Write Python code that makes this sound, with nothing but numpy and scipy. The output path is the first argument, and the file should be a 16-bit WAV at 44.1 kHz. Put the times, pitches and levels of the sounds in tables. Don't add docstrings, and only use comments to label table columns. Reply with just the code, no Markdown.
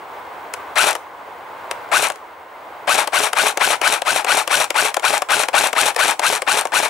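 import sys
import numpy as np
from scipy import signal
from scipy.fft import rfft, irfft
from scipy.io import wavfile
from scipy.ndimage import uniform_filter1d

SR = 44100
rng = np.random.default_rng(int(sys.argv[2]) if len(sys.argv) > 2 else 0)


def store_pcm(level_fs):
    pcm = np.round(np.clip(level_fs, -1, 1) * 32767).astype(np.int16)
    wavfile.write(sys.argv[1], SR, np.atleast_2d(pcm).T)


N = 303849

# piston slam in seconds, strength in relative dB, wind-up stretch (factor),
# run-down stretch (factor), moment the slack is taken up in seconds before the slam.
SHOTS = [(0.8424, 5, 1.055, 0.98, 0.062), (1.9969, 4, 1.004, 1.1, 0.082), (2.9537, 3.5, 1.0, 1.09, 0.076),
         (3.2046, 3, 1.025, 1.02, 0.071), (3.4379, 3.5, 1.06, 1, 0.068), (3.6763, 4, 1.0, 1.03, 0.065),
         (3.9013, 3, 1.0, 1, 0.083), (4.1306, 2.5, 0.99, 1.05, 0.069), (4.348, 4, 1.027, 0.99, 0.061),
         (4.576, 4, 1.01, 0.96, .066), (4.8265, 3.5, 1.03, 0.92, .07), (5.1062, 3, 1.02, 0.99, 0.063),
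         (5.3684, 3.5, 1.01, 1.01, 0.0704), (5.6105, 5, 0.99, 0.97, 0.067), (5.8338, 4, 1.02, 0.95, .068),
         (6.0573, 3.5, 1.05, 0.95, .068), (6.3018, 3, 1.053, 0.97, 0.069), (6.5443, 2, 0.97, 1.01, .068),
         (6.8026, 2.5, 1.026, 0.97, 0.072)]


def amp(db):
    return 10 ** (np.asarray(db) / 20)


def rms_one(x):
    return x / np.sqrt(np.mean(x ** 2))


def at_hz(points):
    hz = np.maximum(np.fft.rfftfreq(N, 1 / SR), 1)
    table_hz, values = np.array(points).T
    return np.interp(np.log(hz), np.log(table_hz), values)


def humps(table):
    hz = np.fft.rfftfreq(N, 1 / SR)
    return sum(db / (1 + (2 * (hz - centre) / width) ** 2) for centre, width, db in table)


def colour(x, gain):
    return irfft(rfft(x) * gain, N)


def drift(rate_hz):
    r = np.exp(-2 * np.pi * rate_hz / SR)
    noise = rng.standard_normal(N + SR)
    return rms_one(signal.lfilter([1], [1, -2 * r, r * r], noise)[SR:])


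def ring(clicks, hz, t60):
    r, w = amp(-60 / (t60 * SR)), 2 * np.pi * hz / SR
    return signal.lfilter([0, np.sin(w)], [1, -2 * r * np.cos(w), r * r], clicks + 1e-18)


def traffic():
    # Hz, dB per Hz (relative).
    hum_spectrum = [(15, -76), (25, -50), (77, -20), (131, -24), (224, -23), (293, -15), (373, -15.5),
                    (427, -13), (673, -7), (833, -5), (2000, -17), (3200, -24), (5570, -36), (11800, -40.5),
                    (15000, -43)]
    # centre in Hz, width in Hz, height in dB.
    hum_humps = [(460, 210, 4), (1026, 420, 5.5), (1520, 180, 3.5), (2110, 220, 5), (15500, 300, 22)]
    # Hz, left-right likeness (0 to 1).
    likeness = [(60, 0.92), (180, 0.92), (550, 0.9), (1650, 0.6), (4970, 0.65), (15000, 1)]
    # seconds, level of the mid part in dB rms.
    swell = [(0, -35), (.7, -33.5), (1.3, -31.5), (1.901, -30.5), (2.5, -34), (3, -32.5), (5, -35),
             (6.9, -36.5)]
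    alike = np.clip(at_hz(likeness), 0, 1)
    gain = amp(at_hz(hum_spectrum) + humps(hum_humps))
    mid = colour(rng.standard_normal(N), gain * np.sqrt(1 + alike))
    side = colour(rng.standard_normal(N), gain * np.sqrt(1 - alike))
    level_db = np.interp(np.arange(N) / SR, *np.transpose(swell)) + 0.8 * drift(6.0)
    return amp(level_db) * np.array([mid + side, mid - side]) / np.std(mid)


def latch():
    # start in seconds, click height in relative dB, ring in Hz.
    ticks = [(0.9095, 3, 8100), (2.0404, -20, 3180), (2.0862, -4, 8800), (3.5095, -6, 8740),
             (4.643, 1, 7940), (5.1796, 3.5, 7600), (5.435, 2, 7160), (5.672, 6, 8010), (5.8855, 2, 8110),
             (6.111, 4.5, 7990), (6.3603, 1, 8000), (6.6116, 3.5, 8410)]
    out = np.zeros(N)
    for s, peak_db, hz in ticks:
        tick = np.zeros(2000)
        tick[[0, 30]] = amp(peak_db), amp(peak_db - 9)
        out[round(s * SR):][:len(tick)] += ring(tick, hz, 0.0014)
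    return out


def trigger():
    # time in seconds (the snap comes 0.98 ms later), level in relative dB, brightness in dB.
    clicks = [(0.538, -17, 11), (0.9293, -14.5, 8), (0.952, -10.5, 1), (0.9636, -25, 3), (1.712, -14, 5),
              (1.8894, -39, -12), (2.101, -9.5, -2.5), (2.1201, -22, 6), (2.158, -27, 5), (3.0745, -7, -1),
              (3.3315, -6.5, -1), (3.5734, -4.5, -1.5), (3.8153, -6.5, 1), (4.0191, -10, 1.5),
              (4.246, -9, 2), (4.4763, -7, 4), (4.7045, -5, 0.5), (4.9433, -9.5, 21), (4.968, -6.5, -3),
              (4.996, -16.5, 6), (5.2204, -7, 1.5), (5.4856, -7, 3), (5.7304, -6, 0), (5.9465, -22, 11),
              (5.963, -6, 2), (6.1946, -5.5, -0.5), (6.4201, -9.5, -1), (6.6533, -11.5, -3),
              (6.671, -20.5, 9)]
    # low edge in Hz, high edge in Hz, gain in dB, share of the brightness (factor),
    # rise in dB per ms, snap t60 in seconds, after-rattle in dB, after-rattle t60 in seconds.
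    click_bands = [(442, 1130, 8.5, -0.52, 5, 0.018, -7, 0.052),
                   (1310, 3120, 5, 0.075, 6.5, 0.0076, -12, 0.066),
                   (4540, 10340, 1, 0.22, 7.5, 0.0023, -11.5, 0.034)]
    build_s = .005
    bounce_s, bounce_db = 0.0068, -5
    crack_db = 7
    t = np.arange(int(.08 * SR)) / SR - build_s
    low_hz, high_hz, gain_db, share, rise_db, snap, tail_db, tail = np.transpose(click_bands)[:, :, None]
    scrape = amp(1000 * rise_db * np.minimum(t, 0))
    decay = amp(-60 * t / snap) + amp(tail_db - 60 * t / tail)
    fade = np.where(t < 0, scrape, decay)
    fade[0] += amp(bounce_db - 60 * np.abs(t - bounce_s) / snap[0])
    parts = np.zeros((3, N))
    for s, level_db, bright_db in clicks:
        at = round((s + 0.00098 - build_s) * SR)
        chatter = rng.standard_normal(fade.shape)
        chatter[:, np.argmax(t >= 0)] = -amp(crack_db)
        parts[:, at:at + len(t)] += chatter * fade * amp(level_db + gain_db + share * bright_db)
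    edges = zip(low_hz[:, 0], high_hz[:, 0])
    bands = [signal.butter(2, edge, "band", fs=SR, output="sos") for edge in edges]
    return sum(signal.sosfilt(band, part + 1e-18) for band, part in zip(bands, parts))


def spring():
    # mode in Hz, level in relative dB, t60 in seconds.
    modes = [(147, -30.5, 0.13), (285.2, -34.5, 0.26), (427.7, -25.5, 0.29)]
    start_s = -0.00403
    t = np.arange(int(.15 * SR)) / SR
    swell = np.minimum(t / 0.0073, 1)
    damped = np.clip((0.095 - t) / 0.011, 0, 1)
    out = np.zeros(N + SR)
    for slam, shot_db, *_ in SHOTS:
        hum = np.zeros(len(t))
        for hz, level_db, t60 in modes:
            mode_db = shot_db + level_db + 2.4 * rng.standard_normal() - 60 * t / t60
            hum += amp(mode_db) * np.sin(2 * np.pi * hz * t)
        out[round((slam + start_s) * SR):][:len(t)] += hum * swell * damped
    return out[:N]


def contacts():
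    # seconds from the slam before stretching,
    # click height in dB before the shot strength, ring in Hz, t60 in seconds.
    blows = [(-.0805, -26.5, 7900, 0.0059), (-.0217, -16, 1490, 0.0068), (-.0197, -7.5, 1330, 0.0021),
             (-.0153, -22, 6900, 0.016), (-.0096, -4.5, 5570, 0.0018), (-.0055, -7, 4770, 0.0011),
             (-.0009, -5, 790, 0.0098), (-.0003, -3, 2630, 0.0023), (.0043, -7, 7200, 0.0017),
             (-.0152, -31, 10300, .002), (-.0095, -9, 9600, .0015), (-.0053, -24, 11000, .0015),
             (.0042, -30, 10600, 0.00087), (0.026, -36, 3960, 0.0056), (0.0279, -11, 620, .02),
             (0.03, -15.5, 866, 0.045), (.035, -14.5, 1301, 0.0093), (-.018, -39, 156, 0.11),
             (-.019, -18, 84, 0.051), (-.012, -27.5, 338, 0.088)]
    out, shots = np.zeros(N), np.array(SHOTS)
    for s, peak_db, hz, t60 in blows:
        stretch = shots[:, 3] if s > .01 else shots[:, 2] if s < -.03 else 1
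        timing, force = rng.standard_normal((2, len(shots)))
        at = np.round((shots[:, 0] + s * stretch + 0.00013 * timing) * SR).astype(int)
        inside = at < N
        clicks = np.zeros(N)
        clicks[at[inside]] = -amp(peak_db + shots[:, 1] + 0.5 * force)[inside]
        out += ring(clicks, hz, t60)
    return out


def cycle_time():
    slack_db, slack_s = -3.5, 0.0027
    shots, t = np.array(SHOTS), np.arange(N) / SR
    k = np.searchsorted((shots[1:, 0] + shots[:-1, 0]) / 2, t)
    since = t - shots[k, 0]
    slack = np.clip(-(since + shots[k, 4]) / slack_s, 0, 1)
    stretch = np.where(since > 0, shots[k, 3], shots[k, 2])
    return since / stretch, shots[k, 1] + slack_db * slack


def whine(hz, orders, rough_db):
    phase = 2 * np.pi * np.cumsum(hz * (1 + .025 * drift(150.4))) / SR
    out = np.zeros(N)
    for multiple, db in orders:
        partial = np.sin(multiple * phase + rng.uniform(0, 2 * np.pi))
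        out += amp(db + rough_db * drift(290)) * partial
    return out


def rattle(spectrum, per_s, spread_db):
    # centre in Hz, width in Hz, height in dB.
    shell = [(606, 82, 4.5), (830, 166, 7.5), (2380, 400, 6), (4110, 110, 0.5), (5750, 170, 3),
             (8650, 890, -1)]
    force_db = spread_db * np.minimum(rng.exponential(1, (2, N)), 4)
    force = amp(force_db) * rng.choice([-1, 1], (2, N))
    knocks = (rng.random((2, N)) < per_s / SR) * force
    return rms_one(colour(knocks, amp(at_hz(spectrum) + humps(shell))))


def gear_train():
    # seconds from the slam, rack and pinion tooth rates in Hz.
    speed = [(-.088, 449.4, 801), (-.076, 597, 1298), (-.058, 1054, 2393), (-.039, 1465, 2697),
             (-.022, 1547, 2750), (.0, 1700, 2689), (.026, 1400, 2632), (.055, 950, 1700),
             (.085, 799.3, 800), (.11, 762, 527.5)]
    # seconds from the slam, dull level in relative dB, bright level in relative dB.
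    rattle_levels = [(-.084, -69, -58), (-.08, -24.5, -35.5), (-.068, -17.5, -30), (-.058, -17, -21.5),
                     (-.036, -19.5, -20), (-.017, -21, -17.5), (-.012, -20.5, -23), (.021, -23, -24),
                     (0.025, -19, -18), (0.048, -18.5, -20.5), (.07, -21.5, -28), (.085, -29.5, -35),
                     (.11, -44, -61)]
    # multiple of the tooth rate, level in relative dB.
    rack_orders = [(1, -0.6), (2, -13.5), (3, -13)]
    # Hz, dB per Hz (relative).
    dull = [(35, -59), (60, -52), (211, -18), (411, -10), (600, -5), (815, -3), (1100, -2.5), (1500, -2),
            (1840, -5), (2430, -8), (5000, -16.5), (6500, -25), (11000, -120)]
    # Hz, dB per Hz (relative).
    bright = [(1470, -31), (2500, -6.5), (2980, -6), (3950, -3), (5010, -15.5), (5620, -4.5), (6340, -8),
              (8810, -3.5), (10600, -7), (12000, -15.5), (13300, -13.5), (14600, -41.5), (15500, -21)]
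    likeness = 0.93

    since, shot_db = cycle_time()
    speed_s, *speeds = np.transpose(speed)
    rack_hz, pinion_hz = [np.interp(since, speed_s, rate) for rate in speeds]
    level_s, *levels = np.transpose(rattle_levels)
    dull_db, bright_db = [np.interp(since, level_s, level) for level in levels]
    start, end = level_s[0], level_s[-1]
    running = amp(shot_db) * (since > start) * (since < end)

    loaded, release, rebound, re_engage = -0.028, -0.02, 0.037, 0.059
    stages = [start, loaded, release - .002, release + 0.0016, rebound, rebound + re_engage]
    rack_db = dull_db + np.interp(since, stages, [-11, 3.5, 3.5, -12, -12, -4])
    pinion_db = dull_db + np.interp(since, stages, [-9.5, -9.5, -9.5, -19, -19, -4.5])
    tones = amp(rack_db) * whine(rack_hz, rack_orders, 3.7)
    tones += amp(pinion_db) * whine(pinion_hz, [(0.99, 0)], 5.0)

    knocks = amp(dull_db + 2.05 * drift(49)) * rattle(dull, 7000, 2.75)
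    knocks += amp(bright_db + 2.13 * drift(150)) * rattle(bright, 9000, 3.85)
    shared = running * (np.sqrt(2) * tones + np.sqrt(likeness) * knocks[0])
    return shared, running * np.sqrt(1 - likeness) * knocks[1]


def near_left(shared, differing):
    # Hz, left over right in dB.
    balance = [(60, 2), (130, 2), (290, 0), (640, 8), (1410, 8), (3100, 10), (6820, 4), (15000, -0.5)]
    # Hz, lead of the left in radians.
    lead = [(60, 0.3), (860, 0.84), (3600, -0.73), (8000, -0.3), (15000, 0.0)]
    lawn_db, lawn_t60_s = -15.5, 0.29
    t = np.arange(int(.3 * SR)) / SR
    tails = rng.standard_normal((2, len(t))) * amp(-60 * t / lawn_t60_s)
    tails = amp(lawn_db) * tails / np.linalg.norm(tails[0])
    half = amp(at_hz(balance) / 2) * np.exp(.5j * at_hz(lead))
    direct = np.array([colour(shared + differing, half), colour(shared - differing, 1 / half)])
    return direct + signal.fftconvolve(shared[None], tails, axes=1)[:, :N]


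def scene():
    gears, differing = gear_train()
    gun = near_left(gears + contacts() + spring() + trigger() + latch(), differing)
    bass_cut = signal.butter(2, 230, "high", fs=SR, output="sos")
    return signal.sosfilt(bass_cut, gun) + traffic()


def record(dry):
    # Hz, level in dB rms.
    whistle = [(15625, -57), (7812.5, -74)]
    t = np.arange(N) / SR
    wet = dry + sum(np.sqrt(2) * amp(db) * np.sin(2 * np.pi * hz * t) for hz, db in whistle)
    power = uniform_filter1d(np.mean(wet ** 2, axis=0), size=882)
    level_db = 10 * np.log10(power + 1e-12)
    cut_db = np.maximum(level_db + 18.5, 0) * .5
    release_db = 4.33 * t
    held_db = np.maximum.accumulate(cut_db + release_db) - release_db
    smooth_cut_db = signal.lfilter([.002], [1, -.998], np.maximum(held_db, 0))
    wet = wet * amp(-smooth_cut_db)
    top_cut = signal.cheby2(12, 70, 16700, fs=SR, output="sos")
    return signal.sosfilt(top_cut, np.clip(wet, -1, 1))


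dry = scene()
out = record(dry)
store_pcm(out)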